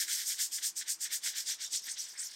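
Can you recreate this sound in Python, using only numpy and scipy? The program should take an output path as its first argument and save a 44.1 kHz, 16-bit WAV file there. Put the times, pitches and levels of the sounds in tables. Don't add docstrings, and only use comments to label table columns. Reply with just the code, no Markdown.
import sys
import numpy as np
from scipy import signal
from scipy.fft import rfft, irfft, next_fast_len
from scipy.io import wavfile
from scipy.ndimage import uniform_filter1d

SR = 44100
rng = np.random.default_rng(int(sys.argv[2]) if len(sys.argv) > 2 else 0)


def unload_wav(signal):
    wavfile.write(
        sys.argv[1],
        SR,
        np.round(np.clip(np.atleast_2d(signal).T, -1, 1) * 32767).astype(np.int16),
    )


N = 103767

# f/Hz, level/dB
NAIL_SPECTRUM = [(20, -101), (100, -68), (1000, -55), (2600, -15.5), (3500, -18.5), (4300, -5.5),
                 (5100, 1.5), (6500, 0.5), (7600, 1), (8700, 0), (9400, -9.5), (10200, -33.5), (12000, -30),
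                 (16000, -37)]


def from_db(db):
    return 10 ** (np.asarray(db) / 20)


def rms_one(x):
    return x / np.sqrt(np.mean(x ** 2) + 1e-20)


def evened(x, window=1500):
    return x / np.sqrt(np.maximum(uniform_filter1d(x ** 2, window), 1e-12))


def curve(points):
    times, values = np.transpose(points)
    return np.interp(np.arange(N) / SR, times, values)


def drift(rate):
    r = np.exp(-2 * np.pi * rate / SR)
    return rms_one(signal.lfilter([1], [1, -2 * r, r * r], rng.standard_normal(2 * N))[N:])


def colour(x, spectrum):
    size = 2 * next_fast_len(N)
    hz, db = np.transpose(spectrum)
    grid_hz = np.maximum(np.fft.rfftfreq(size, 1 / SR), 1)
    gain = from_db(np.interp(np.log(grid_hz), np.log(hz), db))
    cepstrum = irfft(np.log(gain))
    cepstrum[1:size // 2] *= 2
    cepstrum[size // 2 + 1:] = 0
    return irfft(rfft(x, size) * np.exp(rfft(cepstrum)))[:N]


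def moving_resonance(x, hz, width_hz):
    turn = np.exp(2j * np.pi * np.cumsum(hz) / SR)
    r = np.exp(-np.pi * width_hz / SR)
    return np.real(turn * signal.lfilter([1 - r], [1, -r], x / turn))


def swell(at_s, rise_s, fall_s):
    t = np.arange(N) / SR - at_s
    return np.exp(-np.minimum((t / np.where(t < 0, rise_s, fall_s)) ** 2, 60))


def slips(per_s, spread_db):
    chance = np.clip(per_s / SR, 1e-4, 1)
    sizes = from_db(spread_db * np.clip(rng.standard_normal(N), -2, 2)) * rng.choice([-1, 1], N)
    return rms_one((rng.random(N) < chance) * sizes / np.sqrt(chance))


def strike(events, body):
    hush, clicks = 1e-12 * rng.standard_normal(N), np.zeros(N)
    for at_s, db in events:
        clicks[round(at_s * SR)] = from_db(db)
    return body(clicks + hush) / np.abs(body(signal.unit_impulse(N) + hush)).max()


def background(air_db=-67, hum_hz=334, waver_hz=1.35):
    # f/Hz, level/dB
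    air_spectrum = [(15, -41), (30, -30), (60, -11.5), (130, -3.5), (260, 0), (550, -0.5), (1100, 3.5),
                    (2500, 1.5), (6000, -8), (12000, -14.5), (16000, -20)]
    # t/s, level/dB
    hum_levels = [(0, -73), (0.12, -76), (0.22, -92), (0.55, -80), (0.8, -85), (1.02, -78.5), (1.15, -93),
                  (1.6, -91), (2.35, -99)]
    hum = rms_one(np.sin(2 * np.pi * np.cumsum(hum_hz + waver_hz * drift(3.25)) / SR))
    air = rms_one(colour(rng.standard_normal(N), air_spectrum))
    return from_db(air_db) * air + from_db(curve(hum_levels)) * hum


def bedroom(x, echo_s=0.00542, echo_db=-13.5, tail_start_s=0.0059, tail_db=-18, decay_s=0.2):
    t = np.arange(SR // 2) / SR
    tail = rng.standard_normal(len(t)) * from_db(-60 * t / decay_s) * (t > tail_start_s)
    tail = signal.sosfilt(signal.butter(2, 9000, fs=SR, output="sos"), tail)
    echo = signal.unit_impulse(len(t), round(echo_s * SR))
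    echo = signal.sosfilt(signal.butter(1, [4000, 10000], "band", fs=SR, output="sos"), echo)
    response = from_db(tail_db) * tail / np.sqrt(np.sum(tail ** 2)) - from_db(echo_db) * echo
    return x + signal.fftconvolve(x, response)[:N]


def cloth_pats():
    # t/s, length/s, level/dB
    presses = [(0.015, 0.026, -66.5), (0.415, 0.023, -70), (1.268, 0.023, -64), (1.495, 0.018, -64.5),
               (1.735, 0.014, -66), (1.875, 0.0086, -64.5), (2.137, 0.0079, -67.5)]
    # f/Hz, level/dB
    cloth_spectrum = [(20, -22), (100, -7.5), (160, -8.5), (300, 4.5), (500, -4), (1000, 4), (2000, -32)]
    t = np.arange(N) / SR
    loudness = sum(from_db(db) * np.exp(-((t - at_s) / length_s) ** 2) for at_s, length_s, db in presses)
    return loudness * rms_one(colour(rng.standard_normal(N), cloth_spectrum))


def weave_scuff(level_db, gain_db=1.6):
    # f/Hz, level/dB
    scuff_spectrum = [(20, -72), (100, -38.5), (300, -27.5), (1100, -30.5), (2000, -10.5), (2600, -10),
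                      (3100, -1), (3500, 1.5), (4000, -0.5), (4600, -3), (6000, -3), (9000, -35.5)]
    plucks = slips(per_s=6000, spread_db=2.5)
    return from_db(level_db + gain_db) * evened(colour(plucks, scuff_spectrum))


def print_body(clicks, lowest_hz=1350):
    # f/Hz, width/Hz, level/dB
    resonances = [(1493, 337, -0.5), (1770, 454, 3), (2220, 437, -1)]
    ringing = 0
    for k, (hz, width_hz, db) in enumerate(resonances):
        r = np.exp(-np.pi * width_hz / SR)
        poles = [1, -2 * r * np.cos(2 * np.pi * hz / SR), r * r]
        ringing += (-1) ** k * from_db(db) * signal.lfilter([1 - r * r, 0, r * r - 1], poles, clicks)
    return signal.sosfilt(signal.butter(4, lowest_hz, "high", fs=SR, output="sos"), ringing)


def print_crackle(level_db, clump_db=2.16, gain_db=-0.7):
    creases = slips(per_s=2600, spread_db=3.0) * from_db(clump_db * drift(80))
    return from_db(level_db + gain_db) * evened(print_body(creases))


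def print_snaps(gain_db=-2):
    # t/s, peak level before the gain/dB
    snaps = [(0.0825, -31), (0.8125, -35), (1.2625, -28), (1.264, -46), (1.2742, -29.5), (1.4865, -49),
             (1.4986, -36.5), (1.8811, -38)]
    return from_db(gain_db) * strike(snaps, print_body)


def nail_ticks(gain_db=-6):
    # t/s, peak level before the gain/dB
    ticks = [(0.4134, -17), (0.903, -17), (1.1425, -23), (2.0014, -23), (2.2496, -31)]
    return from_db(gain_db) * strike(ticks, lambda clicks: colour(clicks, NAIL_SPECTRUM))


def nail_zips(wobble=0.0593, roughness=0.94):
    # start/s, end/s, start f/Hz, end f/Hz, peak share of the rasp's power/0-1
    runs = [(0.503, 0.530, 3580, 2960, 0.14), (1.335, 1.400, 3360, 6010, 0.15),
            (1.595, 1.650, 3400, 6600, 0.02), (1.648, 1.690, 3930, 3390, 0.26),
            (1.712, 1.775, 4700, 7540, 0), (1.820, 1.855, 4930, 6370, 0.7),
            (1.838, 1.880, 11900, 13600, 0.27), (1.958, 1.985, 3100, 3520, 0),
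            (1.972, 2.025, 5610, 6040, 0.7), (2.005, 2.065, 4410, 5450, 0.15),
            (2.080, 2.125, 5700, 6320, 0.6), (2.175, 2.245, 7250, 9060, 0.66),
            (2.235, 2.275, 5500, 5680, 0.46), (2.305, 2.345, 5360, 4470, 0.67)]
    t, tone, zip_share = np.arange(N) / SR, np.zeros(N), np.zeros(N)
    uneven = 1 + wobble * drift(420)
    grip = rms_one(1 + roughness * drift(350))
    for k, (start_s, end_s, start_hz, end_hz, share) in enumerate(runs):
        on = (t > start_s) & (t < end_s)
        along = (t[on] - start_s) / (end_s - start_s)
        hz = (start_hz + (end_hz - start_hz) * along) * np.roll(uneven, k * SR // 10)[on]
        power = share * np.sin(np.pi * along)
        tone[on] += np.sqrt(2 * power) * grip[on] * np.sin(2 * np.pi * np.cumsum(hz) / SR)
        zip_share[on] += power
    return tone, np.minimum(zip_share, 0.9)


def nail_skating(count=1800, length_s=0.016, glide=0.038, wobble_hz=300, spread_db=4):
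    size = int(length_s * SR)
    chirps, along = np.zeros(N + 2 * size), np.linspace(-1, 1, size)
    waver_hz = wobble_hz * drift(600)
    for when, pitch, slope, loudness, offset in rng.random((count, 5)):
        at, part = int(when * (N + size)), int(offset * (N - size))
        hz = (3000 + 12500 * pitch) * (1 + glide * (2 * slope - 1) * along) + waver_hz[part:part + size]
        chirp = np.hanning(size) * np.sin(2 * np.pi * np.cumsum(hz) / SR)
        chirps[at:at + size] += from_db(spread_db * (2 * loudness - 1)) * chirp
    return rms_one(chirps[size:size + N])


def nail_bite(at_s, brush_db=-4, bite_s=0.0013):
    return from_db(brush_db * (1 - np.tanh((np.arange(N) / SR - at_s) / bite_s)) / 2)


def hand_strokes(rest_sag=0.23, dig_sag=0.074, drag_scuff_db=-6.5, drag_crackle_db=-11.5):
    # fastest moment/s, speeding up/s, slowing down/s, rasp level/dB, rasp pitch/Hz,
    # fizz/dB, scuff/dB, crackle/dB (these three relative to the rasp, here and in the result),
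    # dig after the fastest moment/s, dig length/s
    strokes = [(0.01, 0.032, 0.036, -32.5, 5650, -7, -10, -10.5, 0.007, 0.027),
               (0.14, 0.063, 0.039, -33.5, 6840, -8, -9.5, -13, -0.024, 0.04),
               (0.202, 0.056, 0.047, -38.5, 6500, -6.5, -7.5, -10, 0.003, 0.034),
               (0.285, 0.032, 0.064, -33.5, 7250, -8, -11.5, -15.5, 0.031, 0.028),
               (0.42, 0.034, 0.045, -31.5, 7340, -8, -11, -15, -0.014, 0.026),
               (0.548, 0.032, 0.041, -35.0, 7000, -9, -12, -12.5, 0.038, 0.0078),
               (0.661, 0.035, 0.034, -32, 7700, -8.5, -12.5, -17.5, -0.021, 0.023),
               (0.779, 0.018, 0.039, -35.0, 7600, -12, -11.5, -14.5, 0.041, 0.013),
               (0.907, 0.028, 0.034, -32.5, 8000, -9.5, -16, -18.5, -0.019, 0.028),
               (1.032, 0.026, 0.035, -34, 7500, -11, -12, -12, 0.029, 0.015),
               (1.143, 0.028, 0.034, -33.5, 7900, -7, -11.5, -13, -0.013, 0.031),
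               (1.262, 0.03, 0.05, -34.5, 6600, -9, -8.5, -13.5, 0.0095, 0.037),
               (1.386, 0.033, 0.04, -36, 5540, -9.5, -9.5, -13, -0.012, 0.042),
               (1.501, 0.042, 0.041, -34.0, 6300, -13, -9.5, -17.5, 0.0038, 0.039),
               (1.637, 0.036, 0.04, -37.5, 5760, -16, -11, -15, -0.014, 0.033),
               (1.752, 0.036, 0.036, -32.0, 6250, -15, -9.5, -27, -0.0063, 0.015),
               (1.863, 0.047, 0.041, -44.0, 5460, -14.5, -6.5, -10, 0.018, 0.027),
               (1.907, 0.022, 0.037, -37.5, 6500, -17.5, -15, -9.5, -0.0194, 0.0071),
               (1.996, 0.021, 0.063, -38.0, 5800, -15, -10.5, -19, -0.02, 0.019),
               (2.087, 0.008, 0.064, -47.5, 5860, -12.5, -10, -15, -0.017, 0.048),
               (2.203, 0.027, 0.047, -37.5, 7200, -19, -22.5, -17, -0.029, 0.04),
               (2.249, 0.013, 0.033, -40.3, 7240, -10.5, -16, -15, -0.027, 0.028),
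               (2.328, 0.055, 0.043, -49.5, 5200, -16, -8.5, -13.5, -0.0031, 0.058)]
    rasp = pitch = crackle = scuff = fizz = 0
    for at_s, rise_s, fall_s, db, hz, fizz_db, scuff_db, crackle_db, dig_after_s, dig_s in strokes:
        speed = swell(at_s, rise_s, fall_s) * nail_bite(at_s - 0.97 * rise_s)
        dig = swell(at_s + dig_after_s, dig_s, dig_s)
        power = (from_db(db) * speed) ** 2
        rasp += power
        pitch += power * hz * (1 - rest_sag * (1 - speed) - dig_sag * dig)
        fizz += (from_db(db + fizz_db) * speed ** 1.09) ** 2
        drag = speed ** 0.77
        scuff += from_db(db + scuff_db) ** 2 * (dig ** 2 + (from_db(drag_scuff_db) * drag) ** 2)
        crackle += from_db(db + crackle_db) ** 2 * (dig ** 2 + (from_db(drag_crackle_db) * drag) ** 2)
    relative_db = [10 * np.log10(layer / rasp) for layer in (crackle, scuff, fizz)]
    return 10 * np.log10(rasp), pitch / rasp, *relative_db


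def nail_rasp(rasp_db, pitch_hz, fizz_db, judder_db=0.4, rasp_gain_db=-0.72, fizz_gain_db=1.0):
    # t/s, share of skating/0-1
    skating_shares = [(0, 0.18), (1.2, 0.04), (1.55, 0.34), (1.85, 0.34), (2.35, 0.76)]
    # f/Hz, level/dB
    fizz_spectrum = [(20, -107), (500, -83), (6000, -20), (9000, -2.5), (10200, -4.5), (11200, -0.5),
                     (12000, -1.5), (12800, 0.5), (13600, -1), (14400, -8), (15800, -7)]
    speed = from_db((rasp_db - rasp_db.max()) / 2)
    skate = curve(skating_shares)
    catching = slips(per_s=15000 * speed, spread_db=3.0)
    grain = np.sqrt(1 - skate) * catching + np.sqrt(skate) * nail_skating()
    grain *= from_db(judder_db * drift(170))
    rasp = evened(colour(moving_resonance(grain, pitch_hz, width_hz=4800), NAIL_SPECTRUM))
    zip_tone, zip_share = nail_zips()
    rasp = np.sqrt(1 - zip_share) * rasp + zip_tone
    fizz = from_db(fizz_db + fizz_gain_db) * evened(colour(grain, fizz_spectrum))
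    return from_db(rasp_db) * (from_db(rasp_gain_db) * rasp + fizz)


def scene():
    rasp_db, pitch_hz, crackle_db, scuff_db, fizz_db = hand_strokes()
    shirt = nail_rasp(rasp_db, pitch_hz, fizz_db)
    shirt += print_crackle(rasp_db + crackle_db) + weave_scuff(rasp_db + scuff_db)
    shirt += cloth_pats() + print_snaps() + nail_ticks()
    return (bedroom(shirt) + background())[None]


def record(dry):
    cutoff_hz = 15800
    return signal.sosfilt(signal.ellip(12, 0.1, 80, cutoff_hz, fs=SR, output="sos"), dry)


dry = scene()
out = record(dry)
unload_wav(out)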